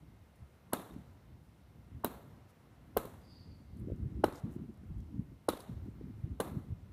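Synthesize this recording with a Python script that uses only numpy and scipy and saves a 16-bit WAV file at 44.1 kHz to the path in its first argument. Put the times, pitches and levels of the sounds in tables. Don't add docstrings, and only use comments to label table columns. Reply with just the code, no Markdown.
import sys
import numpy as np
from scipy import signal
from scipy.io import wavfile
from scipy.ndimage import map_coordinates

SR = 44100
rng = np.random.default_rng(int(sys.argv[2]) if len(sys.argv) > 2 else 0)


def gain_from_decibels(decibels):
    exponent = np.asarray(decibels, float) / 20
    return 10 ** exponent


def unload_audio(sound):
    columns = np.transpose(np.atleast_2d(sound))
    steps = np.round(np.clip(columns, -1, 1) * 32767)
    wavfile.write(sys.argv[1], SR, steps.astype(np.int16))


N = 305172


def curve(rows):
    s, *columns = np.transpose(rows)
    return [np.interp(np.arange(N) / SR, s, c) for c in columns]


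def band(x, low_hz, high_hz, order=2):
    sos = signal.butter(order, [low_hz, min(high_hz, .45 * SR)], "band", fs=SR, output="sos")
    return signal.sosfilt(sos, x)


def unit(x):
    return x / np.sqrt(np.mean(x ** 2) + 1e-20)


def drift(rate):
    coarse = np.arange(0, N + 32, 32)
    knots = rng.standard_normal(1000)
    slow = map_coordinates(knots, [coarse / SR * rate * 2], order=3)
    return np.interp(np.arange(N), coarse, slow)


def add(out, s, shape):
    i = round(s * SR)
    out[i:i + len(shape)] += shape[:len(out) - i]


def swell(length_s, sharp):
    return np.sin(np.pi * np.arange(round(length_s * SR)) / round(length_s * SR)) ** sharp


def slab_wave(lead_ms, db, last_hz, hang_ms):
    t = np.arange(round(.04 * SR)) / SR * 1000 - lead_ms
    first_hz = 400 + 110 * lead_ms
    hz = last_hz + (first_hz - last_hz) * np.sqrt(np.clip(-t / lead_ms, 0, 1))
    phase = np.cumsum(2 * np.pi * hz / SR)
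    phase -= phase[np.argmin(abs(t))]
    growth = np.exp(8 * t / lead_ms ** 2) * np.clip((t + lead_ms) / 1.5, 0, 1)
    decay = np.exp(-t / hang_ms * 2.5)
    size = np.where(t < 0, growth, decay)
    octave = .35 * np.exp(-(t / 2.5) ** 2) * np.sin(2 * phase)
    return -gain_from_decibels(db) * size * (np.sin(phase) + octave)


LEAD_S = .0014


def air_blow(push_db, crack_db, crack_hz, knock_db, near_ms, grit):
    t = np.arange(len(grit)) / SR
    push, bright = np.zeros((2, len(t)))
    add(push, LEAD_S + 0.00027, swell(0.001059, sharp=1.38))
    add(push, 0, -.42 * swell(0.00464, sharp=0.82))
    push = gain_from_decibels(push_db) * (push + .5 * band(push, 1057, 1910, order=1))
    crack = np.sin(2 * np.pi * crack_hz * t) * (t / 0.000086) * np.exp(1 - t / 0.00017) * 0.53
    crack += .5 * band(grit, .68 * crack_hz, 1.4 * crack_hz) * np.exp(-t / .0006)
    crack += 0.079 * band(grit, 6300, 14930) * np.exp(-t / 0.0032)
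    knock = band(grit[::-1], 3050, 4430) * (t / 0.0023) * np.exp(1 - t / 0.0012)
    add(bright, LEAD_S, gain_from_decibels(crack_db) * crack + gain_from_decibels(knock_db) * knock)
    lag = round(near_ms * SR / 1000)
    return push + gain_from_decibels(-12.5) * np.roll(push, lag), bright + gain_from_decibels(-7.0) * np.roll(bright, lag)


def ping(db, hz, decay_ms):
    t = np.arange(1500) / SR
    age = t * 1000 / decay_ms
    return gain_from_decibels(db) * np.sin(2 * np.pi * hz * t) * (1 - np.exp(-3 * age)) ** 2 * np.exp(-age)


# time in seconds, push in dB, crack in dB, crack pitch in Hz, knock in dB.
BLOWS = [(.7333, -16.5, -19, 11000, -22.5), (2.0459, -16.5, -21, 13100, -34),
         (2.9712, -16, -21.5, 13100, -24.5), (4.2419, -9, -32, 11000, -25.5),
         (5.4882, -16, -25, 10120, -22), (6.4026, -23.5, -28, 9960, -27.5)]
# frequency in Hz, start in ms after the push, decay in ms.
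SHELL_MODES = [(1260, 0.4, 4.0), (1560, -0.4, 4.0), (2950, -0.2, 1.3), (3950, 1.8, 4.0), (5300, 0.2, 1.2)]
MODE_LEVELS = [(-29.5, -31, -29, -42.5, -55), (-36, -34, -33, -37, -42), (-30, -32, -33, -49, -35.5),
               (-25.5, -31, -26, -38, -35.5), (-26, -40, -42, -29.5, -32), (-36, -30.5, -32, -43, -41)]


def shell():
    out = np.zeros(N)
    for (s, _, crack_db, crack_hz, _), levels_db in zip(BLOWS, MODE_LEVELS):
        add(out, s, ping(crack_db - 4.5, 0.761 * crack_hz, decay_ms=0.66))
        for (hz, start_ms, decay_ms), db in zip(SHELL_MODES, levels_db):
            add(out, s + start_ms / 1000, ping(db, hz, decay_ms))
    return out


# crest in seconds, lead in ms, level in dB, last pitch in Hz, hang in ms.
SLAB_WAVES = [(.7315, 7.3, -34.5, 700, 1.3), (2.044, 7.4, -33.5, 520, 3.0), (2.9684, 3.44, -18, 412, 6.2),
              (4.2408, 4, -14, 593, 5.2), (5.4872, 3.76, -17.5, 506, 2.7), (6.4017, 3.2, -23, 476, 5.4)]
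NEAR_MS = [3, 3.2, 1.9, 2.6, 3.5, 6.9]
# time in seconds, thud in dB, crack in dB, shell ring in dB.
ECHOES = [(0.770, -22, -32, -40), (.816, -38, -32, -46), (0.9088, -25.5, -47, -49.5),
          (2.065, -33, -31, -57), (2.128, -39, -31, -52), (2.9766, -6, -36, -60), (3.015, -22, -26, -62),
          (3.0542, -20, -19, -63), (4.284, -18.5, -34, -60), (4.325, -25, -19, -59), (5.502, -20, -25, -60),
          (5.5356, -14.5, -24, -38), (5.572, -26.5, -23, -54), (5.6039, -31, -16.5, -53),
          (5.6746, -43, -46, -56), (6.4081, -12, -28, -60), (6.414, -9.5, -31, -62),
          (6.4216, -15, -27, -60), (6.445, -24, -24, -58), (6.4854, -24.5, -23, -64)]


def ball():
    direct, echoes = shell(), np.zeros(N)
    grit = rng.standard_normal((len(BLOWS), 2000))
    next_s = [row[0] for row in BLOWS[1:]] + [N / SR]
    for (s, *blow), slab, near_ms, noise, until in zip(BLOWS, SLAB_WAVES, NEAR_MS, grit, next_s):
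        crest_s, lead_ms, *wave_settings = slab
        wave_s = crest_s - lead_ms / 1000
        wave = slab_wave(lead_ms, *wave_settings)
        push, bright = air_blow(*blow, near_ms, noise)
        add(direct, s - LEAD_S, push + bright)
        add(direct, wave_s, wave)
        for echo_s, thud_db, crack_db, ring_db in ECHOES:
            if s < echo_s < until:
                add(echoes, echo_s - LEAD_S, gain_from_decibels(thud_db) * push + gain_from_decibels(crack_db) * bright)
                add(echoes, echo_s - s + wave_s, gain_from_decibels(thud_db) * wave)
                add(echoes, echo_s, ping(ring_db, hz=3700, decay_ms=2.2))
    direct = band(direct, 110, 19000)
    smear = rng.standard_normal(200) * np.exp(-np.arange(200) / 22.)
    return direct, np.convolve(echoes, smear / np.sqrt(np.sum(smear ** 2)))[:N]


# frequency in Hz, tail level in dB, t60 in seconds.
COURT_TAIL = [(199, 6, 0.29), (527, -1.5, 0.83), (1207, -1, 0.67), (1860, -12, 0.81), (2420, -7, .6),
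              (3050, -2, .7), (3850, 2, .7), (4850, -12, .5), (6120, -16, 0.88), (11000, -6, 0.57),
              (14700, 5.5, 0.84), (16000, -8, 0.39)]
# thud, ring, crack and top, all in dB.
FILL = [(-54, -65, -56, -65), (-56, -68, -60, -63), (-55, -67, -56.5, -65), (-53.5, -68, -62, -71.5),
        (-54.5, -63, -56, -68), (-54.5, -69, -59.5, -67)]


def court():
    hz, level_db, t60 = np.transpose(COURT_TAIL)
    white, tail = rng.standard_normal((2, N)), 0
    fill_hz = np.log([2000, 3100, 4400, 6000, 11000, 14500])
    edges = 170 * 2 ** np.arange(0, 6.7, 1 / 3)
    for k, (low, high) in enumerate(zip(edges, edges[1:])):
        centre, lift = np.log(low * high) / 2, np.zeros(N)
        for (s, *_), (thud, ring, crack, top) in zip(BLOWS, FILL):
            lift[round(s * SR)] = gain_from_decibels(np.interp(centre, fill_hz, [thud, ring, ring, crack, crack, top]))
        t60s = np.interp(centre, np.log(hz), t60), .07 if low < 2000 else .12, .02
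        late, early, rise = (signal.lfilter([1], [1, -gain_from_decibels(-60 / SR / d)], lift) for d in t60s)
        early_share = 1.2 if 2000 < low < 4500 else 2.5
        rise_share = 1.5 if low < 4500 else 3.0
        size = late + early_share * early - rise_share * rise
        gain = gain_from_decibels(np.interp(centre, np.log(hz), level_db))
        tail = tail + gain * size * unit(band(white[k % 2], low, high, order=3))
    return tail * gain_from_decibels(1.3 * drift(60))


# time in seconds, rumble in dB.
BREEZE = [(0, -46.5), (.6, -55.5), (1.0, -47.5), (1.55, -51), (1.9, -45.5), (2.6, -53.5), (2.75, -49),
          (3.35, -50.5), (3.65, -46), (4.2, -48), (4.8, -44), (5.1, -37.5), (5.4, -50.5), (5.65, -51),
          (5.8, -39), (6.92, -44)]
# start in seconds, length in seconds, rumble in dB, flutter in dB above the rumble.
GUSTS = [(.38, 0.09, -43, -38), (0.875, .16, -52, 8.5), (1.263, 0.17, -50, -23), (1.866, 0.15, -44, -30),
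         (2.014, 0.44, -72.5, 18.5), (2.791, 0.73, -59.5, 7.5), (3.434, 0.13, -46.5, -4.5),
         (3.695, 0.055, -42, -10), (3.743, 0.18, -31, -7), (3.892, 0.074, -28.5, -7.5),
         (3.95, 0.17, -29.5, -7.5), (4.099, 0.04, -34.5, -3.5), (4.131, 0.091, -29, -5),
         (4.205, 0.093, -29, -9.5), (4.325, 0.044, -37, -5), (4.429, 0.1, -37, 6.5),
         (4.531, .14, -48.5, 15), (4.677, 0.034, -47, 6.5), (4.897, 0.028, -35, -7),
         (4.957, 0.055, -29.5, -13), (5.128, 0.11, -38.5, 0), (5.239, 0.11, -42, -6),
         (5.666, 0.14, -42.5, -1), (5.864, 0.037, -51, 18), (6.004, 0.13, -54, 13), (6.232, 0.06, -42.5, 0),
         (6.278, 0.092, -35.5, -6), (6.438, 0.19, -46.5, 10), (6.667, 0.12, -30, -15),
         (6.79, 0.061, -45.5, -8.5)]
# time in seconds, peak in dB, frequency in Hz.
BUFFETS = [(0.96, -25.5, 209), (1.957, -30, 85.5), (3.87, -22, 260), (3.882, -26, 377), (3.899, -24, 420),
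           (3.918, -23, 387), (3.906, -26, 73), (4.029, -43, 99.6), (4.06, -17.5, 126), (4.118, -38, 88.8),
           (4.433, -17.5, 128), (4.499, -41, 350), (4.56, -20, 257), (4.909, -25, 125), (5.139, -25, 199),
           (5.189, -13.5, 170), (5.691, -25.5, 192), (5.711, -23, 104), (5.857, -27.5, 238),
           (5.882, -30, 269), (6.009, -26.5, 330), (6.037, -23, 177), (6.233, -16.5, 106.4),
           (6.562, -20, 123), (6.711, -27, 72.6)]


def wind():
    breeze_db, = curve(BREEZE)
    low, fast = gain_from_decibels(breeze_db), gain_from_decibels(breeze_db - 6.5)
    for s, length_s, db, flutter_db in GUSTS:
        add(low, s, gain_from_decibels(db) * swell(length_s, sharp=2.0))
        add(fast, s, gain_from_decibels(db + flutter_db) * swell(length_s, sharp=0.8))
    rumble = unit(band(band(rng.standard_normal(N), 52, 115), 42, 200)) * gain_from_decibels(1.2 * drift(8))
    flutter = unit(band(band(rng.standard_normal(N), 112.5, 271), 90, 420, order=4))
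    flutter = flutter * gain_from_decibels(2.83 * drift(18))
    out = gain_from_decibels(-11.0) * (low * rumble + fast * flutter)
    for s, db, hz in BUFFETS:
        shape = swell(2.4 / hz, sharp=2.2)
        t = (np.arange(len(shape)) - len(shape) / 2) / SR
        add(out, s, gain_from_decibels(db - 10.5) * shape * np.sin(2 * np.pi * hz * t))
    return out


# start in seconds, length in seconds, level in dB, centre in Hz, width in octaves.
SCUFFS = [(.355, .015, -76, 11000, 1.2), (2.478, 0.046, -76, 6050, 2.5), (3.769, 0.0054, -68, 10000, 1.5),
          (3.772, 0.051, -76, 10500, 0.55), (3.956, 0.012, -78.5, 10000, 1.2),
          (4.322, 0.085, -64.5, 6000, 1.5), (4.33, .06, -72, 11000, 0.57), (4.396, 0.008, -74, 8000, 2.0),
          (4.493, 0.081, -74, 9900, 1.1), (4.738, .008, -77, 8000, 2), (4.772, .008, -78, 8000, 1.5),
          (4.98, .008, -77, 11000, .8), (4.999, 0.011, -72, 8000, 3.3), (5.588, 0.051, -65, 10000, 1.4)]


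def shoes():
    grit_db = 4.1 * rng.standard_normal(N // 40 + 1).repeat(40)[:N]
    out, grit = np.zeros(N), rng.standard_normal(N) * gain_from_decibels(grit_db)
    for s, length_s, db, hz, octaves in SCUFFS:
        shape, half = swell(length_s, sharp=0.89), 2 ** (octaves / 2)
        hiss = band(grit[round(s * SR):][:len(shape)], hz / half, hz * half)
        add(out, s, gain_from_decibels(db) * shape * unit(hiss))
    return out


# time in seconds, centre in Hz, level in dB.
BIRD = [(3.2, 4860, -95), (3.235, 4850, -78), (3.26, 4810, -75), (3.292, 4770, -70), (3.342, 4700, -67),
        (3.53, 4640, -75), (3.642, 4580, -85), (3.8, 4600, -90)]


def bird():
    hz, db = curve(BIRD)
    phase = np.cumsum(2 * np.pi * hz / SR)
    spread = signal.sosfilt(signal.butter(6, 290, fs=SR, output="sos"), rng.standard_normal((2, N)))
    trill = unit(spread[0] * np.cos(phase) + spread[1] * np.sin(phase)) * gain_from_decibels(.5 * drift(22))
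    trill = trill + 0.35 * unit(band(rng.standard_normal(N), 3200, 5100))
    t = np.arange(N) / SR
    return gain_from_decibels(db) * trill * ((t > BIRD[0][0]) & (t < BIRD[-1][0]))


# start in seconds, length in seconds, level in dB, frequency in Hz.
SQUEAKS = [(3.85, .5, -91, 14600), (3.3, .15, -86, 8880), (5.8, .3, -80, 14600), (4.97, .12, -80, 3270),
           (6.0, .5, -84, 2400), (6.7, .2, -83, 2480)]


def squeaks():
    out = np.zeros(N)
    for s, length_s, db, hz in SQUEAKS:
        age = np.arange(round(length_s * SR)) / length_s / SR
        size = np.minimum(age * 12, 1) * (1 - age) ** 2
        add(out, s, gain_from_decibels(db) * size * np.sin(2 * np.pi * hz * age * length_s))
    return out * gain_from_decibels(2 * drift(29))


# frequency in Hz, density in dB per Hz.
TOWN_SPECTRUM = [(88, -31), (150, -1), (230, -10.5), (382, -11.5), (474, -12.5), (575, -12), (756, -17.5),
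                 (1030, -15), (1280, -20), (2960, -28), (8310, -38.5), (10900, -35.5), (15800, -37.5)]
# time in seconds, level in dB.
TOWN_LEVEL = [(0.0, -71), (1.02, -67.5), (1.39, -71.5), (2.45, -68), (3.79, -70.5), (4.47, -67),
              (4.68, -70.5), (5.47, -71.5), (5.63, -68), (6.92, -71.5)]


def town():
    level_db, = curve(TOWN_LEVEL)
    hz, db = np.transpose(TOWN_SPECTRUM)
    white, out = rng.standard_normal((2, N)), 0
    edges = 130 * 2 ** np.arange(0, 7.1, .5)
    for k, (low, high) in enumerate(zip(edges, edges[1:])):
        centre = np.sqrt(low * high)
        swing_db = (level_db - level_db.mean()) * np.clip(1500 / centre, 0, 1)
        gain = gain_from_decibels(np.interp(np.log(centre), np.log(hz), db) + swing_db + 0.8 * drift(8.8))
        out = out + gain * band(white[k % 2], low, high)
    whine_hz = 2115 + 4 * drift(2.7)
    whine = gain_from_decibels(-86 + drift(0.77)) * np.sin(np.cumsum(2 * np.pi * whine_hz / SR))
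    return gain_from_decibels(-66) * unit(out) + whine


def scene():
    direct, echoes = ball()
    faint = echoes + court() + shoes() + bird() + squeaks() + town() + wind()
    faint = signal.sosfilt(signal.cheby2(10, 40, 15900, fs=SR, output="sos"), faint)
    return (direct + faint)[None]


def top_cut(x):
    return signal.sosfilt(signal.butter(12, 16670, fs=SR, output="sos"), x)


def record(dry):
    dry = signal.sosfilt(signal.butter(2, 32, "high", fs=SR, output="sos"), dry)
    mix = signal.sosfilt(signal.cheby2(12, 60, 17000, fs=SR, output="sos"), dry)
    return top_cut(mix)


dry = scene()
out = record(dry)
unload_audio(out)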